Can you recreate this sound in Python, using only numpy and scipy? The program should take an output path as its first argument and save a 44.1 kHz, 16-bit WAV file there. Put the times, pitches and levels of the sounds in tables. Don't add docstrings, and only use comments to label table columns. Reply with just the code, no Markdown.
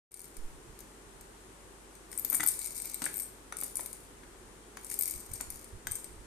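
import sys
import numpy as np
from scipy import signal
from scipy.fft import rfft, irfft
from scipy.io import wavfile

SR = 44100
rng = np.random.default_rng(int(sys.argv[2]) if len(sys.argv) > 2 else 0)


def file_out(sig):
    cols = np.atleast_2d(sig).T
    lim = np.clip(cols, -1, 1)
    pcm = np.round(lim * 32767).astype(np.int16)
    wavfile.write(sys.argv[1], SR, pcm)


N = 276066
TIME = np.arange(N) / SR

# freq_hz, level_db
RUSH_EQ = [(41, -45), (70, -15.5), (77, -2), (125, -6), (191, -5.5), (279, -3.5), (305, -3), (382, 0),
           (624, -12), (891, -10.5), (2080, -17.5), (2220, -19.5), (4970, -24), (8870, -18.5),
           (14500, -35.5)]
# freq_hz, likeness (0 wide, 1 mono), left_over_right_db
RUSH_IMAGE = [(60, 0.92, 1), (360, 0.72, -1), (805, 0, 0), (1860, 0, 3), (5700, 0, 0), (9750, 0, 7)]
# freq_hz, level_db
RUMBLE_EQ = [(15, -19), (35, 39), (70, -33), (140, -56), (600, -81)]
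# peak_s, level_db, half_width_s, top_hz
HAND_BUMPS = [(0.389, -46, 0.022, 22), (0.472, -40, .075, 12.5), (0.704, -55.5, 0.052, 120),
              (5.157, -51, 0.028, 73), (5.322, -45.5, 0.032, 103), (5.5, -54.5, 0.12, 77),
              (5.753, -43, 0.024, 76), (5.90, -46.5, 0.042, 108), (6.17, -54.5, .1, 69)]
# freq_hz, level_db
SEND_EQ = [(200, 7), (1700, -3.5), (3300, 4), (6500, -2.0), (9000, -1.0), (13500, -3.0)]
SLOW_TAIL_EQ = [(4000, -7.5), (9000, -9.5), (14000, -18)]
# freq_hz, level_db
OFF_AXIS_EQ = [(2500, 0.5), (5000, 1.5), (7400, 8), (9000, -7), (11000, 0), (13500, -4.5)]
# pitch_hz, level_db, t60_s
CLACK_MODES = [(380, -12, 0.014), (665, -8, 0.0062), (883, 1, 0.012), (1150, -7, 0.0059),
               (1260, 3.5, 0.0066), (1480, -6.5, 0.018), (1704, -1.5, 0.012), (1930, 3.5, 0.0088),
               (2240, -4.5, 0.016), (2900, -16, 0.0046), (3710, 3, 0.005), (4600, -8, 0.0073),
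               (6150, 1.5, 0.0082)]
# pitch_hz, level_db, t60_s
BOOM_MODES = [(176.6, -7.5, 0.34), (234, 7.5, 0.067), (297, 3, 0.099)]
# start_s, level_db, favoured_pitch_hz, boom_db
TRAY_KNOCKS = [(2.1291, -49.5, 2160, -20), (2.2475, -49, 1900, -2), (2.323, -43, 1330, -16),
               (2.3319, -41.5, 1240, -3), (2.3441, -40.5, 1130, -8), (2.3983, -37, 1650, -3),
               (2.4040, -30.5, 1860, -30), (2.4082, -38, 1900, -30), (2.433, -33.5, 1500, -22),
               (3.0193, -37, 1350, -3), (3.0412, -43, 1400, -11), (3.0636, -32, 1750, -43),
               (3.5238, -37, 1390, -32), (3.624, -43, 1070, -8), (3.794, -39.5, 795, -15),
               (4.234, -52, 1640, -1), (4.7714, -42, 1290, -13), (4.9150, -47, 1890, -5),
               (5.4055, -41, 1140, -6), (5.87, -35, 1620, -31)]
# pitch_hz, level_db, t60_s
SHELL_MODES = [(2256, -9, 0.018), (3960, -10.5, 0.0067), (4570, -11.5, 0.013), (5470, -3.5, 0.0071),
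               (6207, -9, 0.019), (6900, 3, 0.0073), (7700, -12, 0.0023), (8445, 1.5, 0.031),
               (9030, 9.5, 0.0087), (9415, -3, 0.024), (10170, 3.5, 0.014), (10940, 0.5, 0.0082),
               (11500, -17, 0.025), (12800, -5.5, 0.014), (13260, 3, 0.019), (14300, -11, 0.012),
               (13670, 0.5, 0.0099)]
# bottom_hz, top_hz
SHELL_REGISTERS = [(2000, 7500), (7500, 11000), (11000, 15500)]
# freq_hz, level_db
CRACK_EQ = [(1000, -9), (3200, -17), (4800, 4), (7600, -5.5), (8700, -1), (10600, -11), (12000, 10),
            (13600, -12)]
# time_s, main_mode_lift_db
HEAD_FREEDOM = [(0, -1), (2.3, 2), (2.5, 0), (3.3, 5.5), (3.7, -5.5), (4.8, -7), (5.1, 4), (5.3, 7),
                (5.5, -9), (5.9, 9), (6.2, 17)]
# time_s, left_over_right_db
RATTLE_PAN = [(0, 12), (2.2, 17), (3.2, 13), (3.6, 12), (5.1, 15), (5.3, 12), (6, 16)]
# peak_s, level_db, gather_s, settle_s, low_register_db
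RATTLE_SWINGS = [(.205, -41, 0.13, .15, -10.5), (2.151, -43, 0.068, 0.11, -14),
                 (2.342, -27, 0.059, .05, -15.5), (2.52, -42, 0.063, .15, -5), (2.645, -30.5, .08, .13, -8),
                 (2.771, -34, 0.054, 0.085, -9.5), (2.87, -35.5, 0.077, 0.15, -7),
                 (3.05, -34, .06, .04, -8.5), (3.195, -33, .11, 0.083, -20),
                 (3.63, -34.5, 0.066, 0.098, -14), (3.774, -35, 0.029, .11, -17),
                 (3.871, -45.5, 0.042, 0.22, -13), (4.921, -36.5, 0.13, 0.066, -10.5),
                 (5.04, -30.5, 0.059, 0.22, -9.5), (5.334, -38.5, 0.11, 0.13, -8),
                 (5.53, -42, 0.038, 0.17, -8), (5.95, -39.5, 0.052, 0.093, -14)]
# start_s, level_db, top_register_db
BEAD_STRIKES = [(0.1416, -39.5, -15), (0.204, -43.5, -15), (0.3678, -41.5, -5), (0.79, -44.5, -1),
                (0.8048, -43, 1), (1.2102, -45, -3), (1.952, -48, -7), (2.1156, -40, -4),
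                (2.128, -38.5, -13), (2.1763, -26, -27), (2.1866, -30, 14), (2.195, -26, 18),
                (2.2482, -22, 11), (2.299, -21, 13), (2.328, -23, 19), (2.3477, -23, 22),
                (2.3532, -21, -14), (2.406, -27.5, -11), (2.4311, -27.5, -16), (2.4372, -26, 7),
                (2.4626, -20, 13), (2.4738, -18.5, -9), (2.4803, -24, 2), (2.4855, -17, -6),
                (2.491, -26, -1), (2.5908, -28.5, -10), (2.659, -29, -5), (2.8195, -31, -4),
                (2.856, -34, 9), (2.9436, -27, -2), (3.0192, -31, -4), (3.0407, -28, -16),
                (3.0547, -26, -16), (3.141, -32, 4), (3.1695, -28.5, 20), (3.1984, -28.5, 2),
                (3.5239, -37.5, -17), (3.5685, -32, -9), (3.5863, -34.5, -10), (3.6117, -30, 1),
                (3.6353, -29.5, -1), (3.7555, -28, -8), (3.77, -26, -10), (3.8075, -33.5, -8),
                (3.86, -32, -1), (3.9295, -34.5, -9), (4.7702, -42, -7), (4.8459, -36.5, -19),
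                (4.9127, -33.5, -10), (4.9409, -29, -5), (4.9896, -22, 6), (5.0097, -22.5, 3),
                (5.0222, -24, -1), (5.0341, -25, 5), (5.0772, -27, 6), (5.1096, -29, 0),
                (5.3358, -30.5, -8), (5.4097, -28.5, -6), (5.5026, -32, -1), (5.6434, -43, -14),
                (5.8701, -29.5, -2), (5.9123, -32, -13), (5.9186, -26.5, -6), (5.9541, -29.5, -9),
                (6.0435, -35.5, -8)]


def undb(db):
    return 10 ** (np.asarray(db) / 20)


def unit(x):
    return x / np.sqrt(np.mean(x ** 2, axis=-1, keepdims=True))


def unit_attack(x, size=220):
    return x / np.sqrt(np.mean(x[..., :size] ** 2, axis=-1, keepdims=True))


def colour(x, points):
    hz, db = np.transpose(points)
    f = np.fft.rfftfreq(x.shape[-1], 1 / SR)
    return irfft(rfft(x) * undb(np.interp(np.log(f + 1), np.log(hz), db)), x.shape[-1])


def add(out, start_s, x):
    i = int(start_s * SR)
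    out[:, i:i + x.shape[1]] += x[:, :N - i]


def leftward(pan_db):
    return undb(np.array([[0], [-pan_db]]))


def ring(modes, lift_db, scatter_db, spread_rad, detune, size=2400):
    hz, db, t60 = np.transpose(modes)
    t = np.arange(size) / SR
    chance = rng.standard_normal((5, len(hz), 1))
    hz = hz[:, None] * (1 + detune * chance[0])
    phase = 2 * np.pi * rng.random((len(hz), 1)) + spread_rad * chance[1:3]
    scatter = chance[3] + np.array([.5, -.5])[:, None, None] * chance[4]
    gain = undb((db + lift_db)[:, None] + scatter_db * scatter)
    return np.sum(gain * np.sin(2 * np.pi * hz * t + phase) * undb(-60 * t / t60[:, None]), axis=1)


def room_tone(rush_db=-55.5, hum_hz=49.4, hum_db=-62.5, rumble_db=-67, fade_in_s=0.22):
    hz, likeness, pan_db = np.transpose(RUSH_IMAGE)
    side_db = 10 * np.log10((1 - likeness) / (1 + likeness))
    mid = rng.standard_normal(N)
    side = colour(rng.standard_normal(N), np.c_[hz, side_db])
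    pair = np.array([colour(mid + sign * side, np.c_[hz, sign * pan_db / 2]) for sign in (1, -1)])
    rush = colour(pair, RUSH_EQ)
    rush *= undb(rush_db) / np.std(rush.mean(axis=0))
    hum = undb(hum_db) * np.sqrt(2) * np.sin(2 * np.pi * hum_hz * TIME) * leftward(-1.9)
    rumble = undb(rumble_db) * unit(colour(rng.standard_normal((2, N)), RUMBLE_EQ))
    return (rush + hum + rumble) * (1 - np.exp(-(TIME / fade_in_s) ** 2))


def hand_bumps(pan_db=-6):
    out = np.zeros((2, N))
    for peak_s, db, half_width_s, top_hz in HAND_BUMPS:
        t = np.arange(-2.5 * half_width_s, 2.5 * half_width_s, 1 / SR)
        noise = rng.standard_normal((3, 32768))
        near_mono = noise[0] + 0.57 * noise[1:]
        thud = colour(near_mono, [(top_hz, 0), (2 * top_hz, -16), (10 * top_hz, -60)])
        swell = np.exp(-(t / half_width_s) ** 2)
        add(out, peak_s + t[0], undb(db) * unit(thud[:, :len(t)]) * swell)
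    return out * undb(pan_db / 2) * leftward(pan_db)


def room_reverb(x, wet_db=-5.5, slow_t60_s=0.66, fast_t60_s=0.29, predelay_s=0.00084, build_s=0.00033):
    t = np.arange(30000) / SR
    noise = rng.standard_normal((2, len(t)))
    dark = colour(noise, SLOW_TAIL_EQ)
    tail = dark * undb(-60 * t / slow_t60_s) + (noise - dark) * undb(-60 * t / fast_t60_s)
    onset = 1 - np.exp(-np.maximum(t - predelay_s, 0) / build_s)
    tail = unit(tail * onset) / np.sqrt(len(t))
    send = colour(x[:1], SEND_EQ)
    return undb(wet_db) * leftward(1.5) * signal.fftconvolve(send, tail, axes=1)[:, :N]


def tray_knocks(clack_db=1.5, boom_trim_db=-8.5, focus_octaves=0.23, crunch_s=0.0043, pan_db=6):
    out = np.zeros((2, N))
    t = np.arange(2400) / SR
    attack = 1 - np.exp(-t / .0006)
    for start_s, db, hz, boom_db in TRAY_KNOCKS:
        purity_db = -0.28 * boom_db
        octaves = np.log2(np.array(CLACK_MODES)[:, 0] / hz)
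        focus_db = (5 + purity_db) * np.exp(-(octaves / focus_octaves) ** 2)
        clack = ring(CLACK_MODES, focus_db, scatter_db=1.5, spread_rad=.6, detune=.025)
        crunch_eq = [(hz / 8, -22), (hz / 2, -4), (1.12 * hz, 0), (2 * hz, -11), (6 * hz, -26)]
        crunch = colour(rng.standard_normal((2, len(t))), crunch_eq) * np.exp(-t / crunch_s)
        blow = unit_attack(clack) + undb(-1 - purity_db) * unit_attack(crunch)
        add(out, start_s, undb(db + clack_db) * leftward(pan_db) * unit_attack(attack * blow))
        boom = ring(BOOM_MODES, 0, scatter_db=2, spread_rad=.4, detune=.04, size=6000)
        add(out, start_s, undb(db + boom_db + boom_trim_db) * unit_attack(boom, size=800))
    return out


def bead_tick(time_s, low_db, top_db, attack_s=0.00056, crack_db=-6, crack_s=.0021, main_hz=8460):
    t = np.arange(1400) / SR
    attack = 1 - np.exp(-(t / attack_s) ** 2)
    free_db = np.interp(time_s, *np.transpose(HEAD_FREEDOM))
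    out = 0
    for (lo, hi), db in zip(SHELL_REGISTERS, (low_db, 0, top_db)):
        modes = np.array([mode for mode in SHELL_MODES if lo < mode[0] <= hi])
        lift_db = free_db * (np.abs(modes[:, 0] - main_hz) < 220)
        tone = ring(modes, lift_db, scatter_db=4, spread_rad=.7, detune=0.0081, size=len(t))
        band = [(.85 * lo, -30), (lo, 0), (hi, 0), (1.15 * hi, -30)]
        noise = colour(rng.standard_normal(tone.shape), CRACK_EQ)
        crack = colour(noise, band) * np.exp(-t / crack_s)
        tick = unit_attack(tone) + undb(crack_db) * unit_attack(crack)
        out += undb(db) * unit_attack(attack * tick)
    return unit_attack(out)


def tumbling_beads(gain_db=1, edge_fade_db=20, scatter_db=5.5, jitter_s=.005, ticks_per_swing=40):
    out = np.zeros((2, N))
    for peak_s, db, gather_s, settle_s, low_db in RATTLE_SWINGS:
        times = np.linspace(peak_s - gather_s, peak_s + settle_s, ticks_per_swing)
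        pan = leftward(np.interp(peak_s, *np.transpose(RATTLE_PAN)) - 5)
        for t, (late, force) in zip(times, rng.standard_normal((ticks_per_swing, 2))):
            swing_db = db - edge_fade_db * max((peak_s - t) / gather_s, (t - peak_s) / settle_s)
            bright_db = 0.034 * (swing_db + 45)
            tick = bead_tick(t, low_db - bright_db, top_db=bright_db - 4)
            accent_db = scatter_db * (min(force, 1.3) - 1)
            add(out, t + late * jitter_s, undb(swing_db + gain_db + accent_db) * pan * tick)
    return out


def bead_strikes(middling_db=-33, low_per_top=0.44, low_per_force=0.48, jolt_db=6.5, jolt_s=.005):
    out = np.zeros((2, N))
    for start_s, db, top_db in BEAD_STRIKES:
        low_db = -10.5 + low_per_top * top_db - low_per_force * (db - middling_db)
        if any(abs(start_s - knock[0]) < jolt_s for knock in TRAY_KNOCKS):
            low_db += jolt_db
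        pan = leftward(np.interp(start_s, *np.transpose(RATTLE_PAN)))
        add(out, start_s - .0002, undb(db) * pan * bead_tick(start_s, low_db, top_db))
    return out


def scene():
    toy = bead_strikes() + tumbling_beads() + tray_knocks()
    left, right = toy + room_reverb(toy)
    return np.array([left, colour(right, OFF_AXIS_EQ)]) + room_tone() + hand_bumps()


def record(dry, open_s=.109, top_hz=14300):
    opened = dry * np.clip((TIME - open_s) / .002, 0, 1)
    return signal.sosfilt(signal.cheby1(10, .2, top_hz, fs=SR, output="sos"), opened)


dry = scene()
out = record(dry)
file_out(out)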